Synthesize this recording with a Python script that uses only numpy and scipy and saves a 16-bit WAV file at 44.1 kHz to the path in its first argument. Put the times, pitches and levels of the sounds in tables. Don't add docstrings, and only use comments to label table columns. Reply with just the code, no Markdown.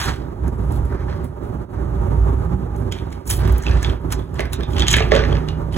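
import sys
import numpy as np
from scipy import signal
from scipy.fft import rfft, irfft, next_fast_len
from scipy.io import wavfile
from scipy.ndimage import uniform_filter1d

SR = 44100
rng = np.random.default_rng(int(sys.argv[2]) if len(sys.argv) > 2 else 0)


def bounce(signal):
    frames = np.transpose(np.atleast_2d(signal))
    limited = np.clip(frames, -1, 1)
    pcm = np.round(limited * 32767).astype(np.int16)
    wavfile.write(sys.argv[1], SR, pcm)


def gain_from_db(level_db):
    decades = np.asarray(level_db, float) / 20
    return 10 ** decades


N = 254456

# start_s, peak_db, brightness_db, panel_ring_hz
TEAR = [(4.7332, -28, -10, 3210), (4.7655, -14, -22, 3250), (4.783, -11, -16.5, 3180),
        (4.7957, -11, -8, 3200), (4.8045, -7, -25, 3230), (4.821, -7, -17.5, 3320),
        (4.868, -11.5, -17, 3200), (4.8822, -0.5, -9.5, 3220), (4.884, -10.5, -25, 1730),
        (4.9059, -15, 2.5, 3270), (4.913, -9, 1, 3300), (4.9291, -10, 0, 2320), (4.9391, 1, -19, 3070),
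        (4.94, -0.5, -30, 1750), (4.942, -2.5, -28, 2400), (4.947, -14, -18, 1780), (4.957, -18, -15, 2880),
        (4.9665, -7, -9.5, 1730), (4.976, -26, 0, 2000), (4.984, -5.5, -23, 2140), (4.996, -13, -18, 2350),
        (5.005, -8, -36, 1210), (5.023, -13, -29, 2700)]


def evened(x):
    return x / np.sqrt(np.mean(x ** 2) + 1e-20)


def read(points, hz):
    f, value = np.transpose(points)
    return np.interp(np.log(hz + 1), np.log(f + 1), value)


def follow(rows):
    s, *columns = np.transpose(rows)
    return [np.interp(np.arange(N) / SR, s, c) for c in columns]


def shape(x, gain):
    size = next_fast_len(len(x))
    spectrum = rfft(x, size) * gain(np.fft.rfftfreq(size, 1 / SR))
    return irfft(spectrum, size)[:len(x)]


def resonate(x, hz, width_hz):
    pole = np.exp((2j * np.pi * hz - np.pi * width_hz) / SR)
    return 2 * signal.lfilter([1 - abs(pole)], [1, -pole], x).real


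def smooth(x, size, axis=-1):
    return uniform_filter1d(x, size=size, axis=axis)


def drift(span):
    return evened(smooth(smooth(rng.standard_normal(N), span), span))


def gate():
    # time_s, drone_level_db
    opening = [(0.0, -31.5), (0.39, -29), (0.45, -18.5), (0.75, -18), (1.12, -23.5), (1.56, -29.5),
               (2.22, -12), (2.7, -27), (2.81, -22.5), (3.2, -35.5), (3.46, -10.5), (3.76, -10),
               (4.1, -22.5), (4.5, -23.5), (5.06, -12.5), (5.35, -15.5), (5.45, -24), (5.77, -24.5)]
    # time_s, change_db, closing_s
    snaps_shut = [(0.091, 13.5, 0.077), (0.17, -4, 0.025), (0.36, -4, 0.12), (0.511, -13, 0.024),
                  (0.573, -12, 0.037), (0.98, -11, 0.029), (1.348, -12.5, 0.11), (1.681, -26, 0.062),
                  (2.3, 4, 0.051), (2.95, -7, 0.061), (3.238, -17, 0.06), (3.633, -19.5, 0.094),
                  (3.819, -11, 0.055), (3.996, -17, 0.06), (4.282, -16.5, 0.083), (4.488, -21, 0.015),
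                  (4.569, -16, 0.04), (4.664, -23.5, 0.028), (5.768, 16.5, 0.009)]
    reopen = 0.74
    t_s = np.arange(N) / SR
    shuts_db = np.zeros(N)
    for s, db, closing_s in snaps_shut:
        shuts_db += db * np.interp(t_s, [s - closing_s, s, s + reopen * closing_s], [0, 1, 0])
    return follow(opening)[0] + 25, shuts_db


def rumble():
    # freq_hz, density_db_per_hz
    roar_colour = [(50, 0), (75, 12), (100, 12), (160, 5), (210, -10), (300, -56)]
    # freq_hz, density_db_per_hz
    wash_colour = [(120, -9.5), (200, -7), (374, -4.5), (487, -13.5), (580, -15), (634, -16), (970, -19.5),
                   (1100, -21), (1220, -18.5), (1330, -23.5), (1620, -29.5), (2000, -40.5), (4000, -71),
                   (5200, -104), (8800, -120)]
    # freq_hz, width_hz, level_under_wash_db
    fan = [(249, 3.8, -15.5), (379.3, 10.4, -13), (580, 0.88, -18), (827.4, 7.8, -17.5), (933, 7.5, -20)]
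    drone_hz, wander_hz = 59.53, 3.14
    slow_db, shuts_db = gate()
    drone_db = slow_db + shuts_db - 27
    roar_db = -28.5 + 0.58 * slow_db + 0.68 * shuts_db
    wash_db = -32.5 + 0.44 * slow_db + 0.57 * shuts_db
    noise = rng.standard_normal(N)
    cycles = np.cumsum(drone_hz + wander_hz * drift(span=1500)) / SR
    drone = np.sqrt(2) * np.sin(2 * np.pi * cycles)
    drone += gain_from_db(-9.5) * evened(resonate(resonate(noise, 56.0, 52), 57.0, 53))
    roar = evened(shape(noise, lambda hz: gain_from_db(read(roar_colour, hz))))
    wash = evened(shape(noise, lambda hz: gain_from_db(read(wash_colour, hz))))
    wash += sum(gain_from_db(db) * evened(resonate(noise, hz, width_hz)) for hz, width_hz, db in fan)
    lumpy_db = 2.27 * drift(span=900)
    return gain_from_db(drone_db + 1.0) * drone + gain_from_db(roar_db + 3.0) * roar + gain_from_db(wash_db + lumpy_db + 3.5) * wash


def bands(x):
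    edges_hz = [700, 1900, 4500, 8600, 15500]
    filters = [signal.butter(3, edge, "band", fs=SR, output="sos") for edge in zip(edges_hz, edges_hz[1:])]
    return [signal.sosfilt(sos, x) for sos in filters]


def hollow(x):
    # freq_hz, width_hz, level_db
    bowl = [(1070, 13, -26), (1740, 150, 9.5), (2400, 1330, 1.5), (3230, 275, 5.5)]
    return x + gain_from_db(-8.5) * sum(gain_from_db(db) * resonate(x, hz, width_hz) for hz, width_hz, db in bowl)


def patchy(x, patchy_db):
    z = signal.stft(x, nperseg=256)[2]
    chance = rng.standard_normal(z.shape[::-1]).T
    patches = smooth(smooth(chance, 3, axis=0), 5, axis=1)
    return signal.istft(z * gain_from_db(patchy_db * evened(patches)), nperseg=256)[1][:N]


def handling():
    # start_s, hold_s, rustle_db, brightness_db, fade_db_per_s
    fidgets = [(-0.05, 0.091, -21.5, -7.5, 178), (0.037, 0.063, -24, -12, 400), (0.302, .01, -59, -14, 300),
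               (0.462, .01, -50, -24, 452), (0.43, .04, -75, -4, 100), (0.61, .1, -77, 15.5, 100),
               (0.713, 0.042, -58, 10, 248), (0.85, 0.0092, -61.5, 8, 147), (0.892, 0.15, -48.5, -26, 900),
               (1.087, 0.0079, -41.5, -15, 117), (1.243, 0.0053, -62.5, 12, 300), (1.435, .01, -70, 10, 68),
               (1.736, .01, -56, -27, 74), (2.048, .2, -73, -12, 53), (2.576, .01, -86, 0, 44),
               (2.77, .01, -70, 12.5, 88)]
    # start_s, hold_s, rustle_db, brightness_db, fade_db_per_s
    pulls = [(2.95, 0.033, -48.5, -4.5, 111), (3.12, 0.011, -51.5, -1, 152), (3.273, .02, -52, 17, 150),
             (3.301, 0.01, -34, 11.5, 232), (3.392, 0.1, -37.5, -10.5, 56), (3.632, 0.27, -38, -10.5, 277),
             (4.125, 0.0029, -24, -3.5, 1100), (4.167, .01, -59.5, 2, 70), (4.394, 0.0046, -33.5, -18, 305),
             (4.533, 0.0039, -34.5, -7, 695), (4.584, .08, -55, -10, 200), (4.356, 0.024, -47, -5.5, 100),
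             (4.704, .04, -48, 0, 105), (4.767, .03, -33.5, -9, 200), (4.819, 0.017, -26, -20, 542),
             (4.88, .02, -43, -14, 105), (4.905, 0.017, -29.5, 1.5, 106), (4.948, .045, -36, -1, 135),
             (5.123, 0.052, -26, -14, 138), (5.23, 0.11, -41, -27, 65), (5.486, .02, -57, -25, 92),
             (5.726, .03, -50, 10, 100), (5.765, .01, -35.5, -1, 100)]
    # level_db, share_of_rustle, share_of_brightness
    sheens = [(-3.5, 0.73, -0.17), (-1, 0.86, 0.3), (-1, 1.0, 0.78), (5, 1.0, 1.34)]
    resting_db = [-81, -87, -87, -61]
    greasy_db = [
        [-2],
        [2],
        [-4.5],
        [-12],
    ]
    swell_db_per_s = 1506
    t_s = np.arange(N) / SR
    slow_db, shuts_db = gate()
    level = gain_from_db(np.array(resting_db)[:, None] + 0.34 * (slow_db + shuts_db) + 3.1 * drift(span=1200))
    own_db, share, shine = np.transpose(sheens)[..., None]
    for s, hold_s, db, bright_db, fade in [*fidgets, *pulls]:
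        swell_db = swell_db_per_s * np.maximum(s - t_s, 0)
        fade_db = abs(fade) * np.maximum(t_s - s - hold_s, 0)
        now_db = db - swell_db - fade_db
        loss_db = (s > TEAR[0][0]) * np.array(greasy_db)
        level = np.maximum(level, gain_from_db(own_db + share * now_db + shine * bright_db + loss_db))
    return level


def rustle():
    clumps = gain_from_db(4.1 * drift(span=150))
    size = gain_from_db(3.2 * np.minimum(rng.exponential(1, N), 5)) * rng.choice([-1., 1.], N)
    struck = rng.random(N) < 3500 * clumps / SR
    grains = evened(size * struck) + 0.73 * rng.standard_normal(N)
    grains = patchy(grains, patchy_db=2.0)
    levels = handling()
    low, body, middle, top = (gain_from_db(-4.0) * level * evened(part) for level, part in zip(levels, bands(grains)))
    return low + hollow(body) + middle + top


def creases():
    # start_s, peak_db, brightness_db, panel_ring_hz
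    lift = [
        (0.48, -45.5, 4.5, 1510),
        (0.7138, -54, -2, 1780),
        (0.723, -50, 8, 1640),
        (1.2437, -59, -7, 1530),
        (2.4496, -56, 1, 2270),
        (2.763, -47, 1, 1500),
    ]
    # start_s, peak_db, brightness_db, panel_ring_hz
    unfold = [(2.9222, -16, -9.5, 3270), (2.9236, -21.5, -11, 2300), (2.986, -28, -16, 3500),
              (3.105, -38, -9, 1500), (3.1268, -31, -6, 2220), (3.256, -57, 11, 1500),
              (3.277, -42.5, 15, 1780), (3.293, -30, -12, 2810), (3.303, -24, -8, 3050),
              (3.3102, -15.5, -3, 3120), (3.4531, -21.5, -19, 1560), (3.4757, -23, -23, 1800),
              (3.5224, -49, -13, 1610), (3.561, -27, -23, 1500), (3.581, -57, 1, 1550),
              (3.6242, -48, 14.5, 1610), (3.6362, -46, 15, 1500), (3.666, -11, -53, 2670),
              (3.683, -20.5, -34, 3370), (3.7123, -15.5, -21, 1670), (3.772, -23.5, -25, 1920),
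              (3.8094, -39, -8, 1530), (3.829, -15, -7, 1680), (3.8464, -10.5, -38, 3430),
              (3.898, -19.5, -20, 3250)]
    # start_s, peak_db, brightness_db, panel_ring_hz
    peel = [(4.106, -29, -13, 1740), (4.124, -18, -0.5, 1360), (4.193, -28.5, -19, 3530),
            (4.222, -40, -16, 3520), (4.343, -36, -7, 1560), (4.3937, -10, -29, 1700),
            (4.4054, -12.5, -17.5, 2070), (4.4546, -20, -22, 1600), (4.5322, -18, -3.5, 3830),
            (4.540, -24.5, -6.5, 3660), (4.6075, -20, -24, 1740), (4.6332, -17.5, -27, 3510)]
    # start_s, peak_db, brightness_db, panel_ring_hz
    slacken = [(5.1183, -1, -34, 1880), (5.138, -16, -16, 990), (5.151, -10, -15, 2880),
               (5.1634, -5.5, -19.5, 1570), (5.18, -22, -23, 2770), (5.192, -8.5, -34, 1600),
               (5.2376, -13.5, -29, 1800), (5.2511, -15.5, -27, 1760), (5.298, -25, -25, 2540),
               (5.309, -21, -27, 1400), (5.3265, -18.5, -19, 3230), (5.3524, -18.5, -22, 1870),
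               (5.369, -20, -25, 2110), (5.427, -48, -25, 1800), (5.4867, -17, -17.5, 2850),
               (5.511, -40, -23, 2970), (5.7234, -53, -11, 1600), (5.743, -23, -29, 3070)]
    sparkle_db = [8, -3, 4.5, -5.5, -6.5]
    out = []
    for rows, top_db in zip([lift, unfold, peel, TEAR, slacken], sparkle_db):
        out += [(s, db, 0, bright_db, bright_db + top_db, hz) for s, db, bright_db, hz in rows]
    return out


def snaps():
    # start_s, peak_db
    pricks = [
        (3.478, -26),
        (3.5237, -23),
        (3.582, -19.5),
    ]
    panel_width_hz = 270
    drive = np.zeros((4, N + 2000))
    t_s = np.arange(-400, 1600) / SR
    release = np.exp(-abs(t_s) / 0.002) + 0.8 * np.exp(-abs(t_s) / 0.0003)
    lead_in = 0.18 * np.exp(np.minimum(t_s, 0) / 0.01)
    envelope = np.where(t_s < 0, lead_in, release + 0.12 * np.exp(-abs(t_s) / 0.018))
    for s, db, body_db, middle_db, top_db, hz in creases():
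        flurry = rng.standard_normal(2000) * envelope
        ring = resonate(flurry, hz, panel_width_hz)
        ringing = 0.65 * flurry + gain_from_db(-4.0) * ring / abs(ring).max()
        gains = gain_from_db(db + 3.0 + np.array([body_db, middle_db, top_db]))[:, None]
        at = round(s * SR) - 400
        drive[:3, at:at + 2000] += gains * np.array([ringing, flurry, flurry])
    for s, db in pricks:
        at = round(s * SR) - 400
        drive[3, at:at + 2000] += gain_from_db(db) * rng.standard_normal(2000) * envelope
    low, body = bands(drive[0, :N])[:2]
    middle, top = bands(drive[1, :N])[2], bands(drive[2, :N])[3]
    tiny = signal.sosfilt(signal.butter(3, 11800, "high", fs=SR, output="sos"), drive[3, :N])
    return gain_from_db(-5.5) * low + gain_from_db(-2.5) * hollow(body) + middle + top + gain_from_db(5.5) * tiny


def motor():
    # time_s, pitch_hz, level_db
    passes = [
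        [(2.42, 149.4, -28), (2.546, 184.3, -28.5), (2.63, 193, -37)],
        [(5.25, 155, -27), (5.288, 151.9, -27.5), (5.77, 159, -32.5)],
    ]
    t_s, out = np.arange(N) / SR, np.zeros(N)
    for rows in passes:
        s, hz, db = np.transpose(rows)
        fade = np.clip(np.minimum(t_s - s[0], s[-1] + 0.039 - t_s) / 0.065, 0, 1)
        cycles = np.cumsum(np.interp(t_s, s, hz)) / SR
        out += fade * gain_from_db(np.interp(t_s, s, db) + 8.0) * np.sin(2 * np.pi * cycles)
    return out


def bumps():
    # start_s, peak_db
    knocks = [(4.394, -6.5), (4.965, -14.5), (4.984, -11), (5.006, -1), (5.118, 4), (5.134, 0), (5.16, -2),
              (5.176, -5), (5.194, -2), (5.288, -8), (5.317, -4)]
    # freq_hz, level_db, t60_s
    modes = [(322, -38, 0.069), (388, -4.5, 0.074), (452, 2, 0.062), (554, 4.5, 0.05), (602, -6, 0.09),
             (668, -3, 0.044), (806, -15, 0.016), (1131, -1.5, 0.049)]
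    t_s, blows = np.arange(6000) / SR, np.zeros(N + 600)
    push = np.exp(-t_s[:600] / 0.0058)
    for s, db in knocks:
        at = round(s * SR)
        blows[at:at + 600] += gain_from_db(db - 22.0) * rng.standard_normal(600) * push
    wall = sum(gain_from_db(db - 60 * t_s / t60_s) * np.sin(2 * np.pi * hz * t_s) for hz, db, t60_s in modes)
    return signal.oaconvolve(blows, wall / abs(wall).max())[:N]


def tail(start_s, scale):
    # freq_hz, t60_s
    kitchen = [(300, 0.79), (2000, 0.75), (6000, 0.32), (14000, 0.048)]
    taps = np.zeros(SR // 4)
    at = np.arange(round(start_s * SR), SR // 4 - 12, 12)
    taps[at + rng.integers(0, 12, len(at))] = rng.choice([-1., 1.], len(at))
    hz, t_s, z = signal.stft(taps, SR, nperseg=128)
    t60_s = scale * read(kitchen, hz)[:, None]
    out = signal.istft(z * gain_from_db(-60 * t_s / t60_s), SR, nperseg=128)[1]
    return out / np.linalg.norm(out)


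def foil():
    # freq_hz, gain_db
    sheen = [(700, 0), (3500, -5), (4500, -4.5), (6500, 7), (8300, 0), (10000, -2), (13000, -9.5),
             (16000, -7.5)]
    hits = snaps() + bumps()
    reflections = signal.oaconvolve(hits, tail(0.0036, 0.45))[:N]
    mix = rustle() + hits + gain_from_db(-9.0) * reflections
    return shape(mix, lambda hz: gain_from_db(read(sheen, hz)))


def ports(x, other, near_db, likeness, leads):
    # freq_hz, gain_db
    left_db = [(50, -4.4), (110, -5.5), (200, -8.5), (380, -10.5), (700, -6), (1300, -4.5), (2400, -2.5),
               (5000, -2), (15000, -2)]

    def same(hz):
        return np.clip(read(likeness, hz), 0, 1)

    def tilt(hz):
        return gain_from_db(read(left_db, hz) + near_db)

    def lead(hz):
        return np.exp(1j * np.interp(hz, *np.transpose(leads)))

    left = shape(x, lambda hz: same(hz) * tilt(hz) * lead(hz))
    left += shape(other, lambda hz: np.sqrt(1 - same(hz) ** 2) * tilt(hz))
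    return np.array([left, x])


def scene():
    # freq_hz, coherence
    room_likeness = [(60, .99), (150, .96), (300, .7), (550, .45), (800, .7), (1200, .35), (2500, .55),
                     (4200, .92)]
    # freq_hz, coherence
    foil_likeness = [(60, .99), (300, .7), (550, .5), (1200, .68), (2500, .8), (4000, .88), (4850, .8),
                     (6500, .92), (15000, .9)]
    # freq_hz, lead_rad
    room_lead = [(0, 0), (250, .3), (690, 2.1), (1900, .8), (2600, 1.8), (3900, 1.7), (4850, 3.14),
                 (8900, 9.42), (16500, 20.2), (22050, 28)]
    # freq_hz, lead_rad
    foil_lead = [(0, 0), (250, .3), (690, 1.6), (1300, .8), (2600, 1.3), (3900, 1.7), (4850, 3.14),
                 (8900, 9.42), (16500, 20.2), (22050, 28)]
    near = ports(foil(), foil(), 0.04, foil_likeness, foil_lead)
    far = ports(rumble() + motor(), rumble(), 0, room_likeness, room_lead)
    return near + far


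def thin_treble(x):
    edge_hz = 15850
    sum_difference = np.array([x[0] + x[1], x[0] - x[1]]) / 2
    hz, _, z = signal.stft(sum_difference, SR, nperseg=2048)
    power = abs(z[:, :1024].reshape(2, 64, 16, -1)) ** 2
    band_db = 10 * np.log10(power.mean(2) + 1e-20)
    middle_hz = hz[8:1024:16, None]
    gap_db = smooth(band_db[::-1] - band_db, 3, axis=2)
    loud_db = band_db[:, :12].max((0, 1))
    chance = rng.standard_normal(band_db.shape[:0:-1]).T
    whim_db = 3.2 * evened(smooth(smooth(chance, 4, axis=1), 4, axis=0))
    needed_db = np.clip(2 - 0.2 * (band_db.max(0) - loud_db), 5, 12) + 2 * (middle_hz < 6000) + whim_db
    weaker = (gap_db > needed_db) & (middle_hz > 4200)
    faint = (band_db.max(0) < loud_db - 56 + (middle_hz - 15000) / 250) & (middle_hz > 13000)
    z[:, :1024] *= np.repeat(np.where(weaker | faint, 0, 1), 16, axis=1)
    pricked = band_db[0, 44] > band_db[0, 29] + 2
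    z[:, hz > edge_hz] *= gain_from_db(np.where(pricked, -12.0, -34.0))
    mid, side = signal.istft(z, SR, nperseg=2048)[1][:, :N]
    return np.array([mid + side, mid - side])


def roll_off(x):
    return signal.sosfilt(signal.butter(12, 16840, fs=SR, output="sos"), x)


def record(dry):
    cut = signal.sosfilt(signal.butter(2, 38, "high", fs=SR, output="sos"), dry)
    limited = np.tanh(cut / 1.3) * 1.3
    return roll_off(thin_treble(limited))


dry = scene()
out = record(dry)
bounce(out)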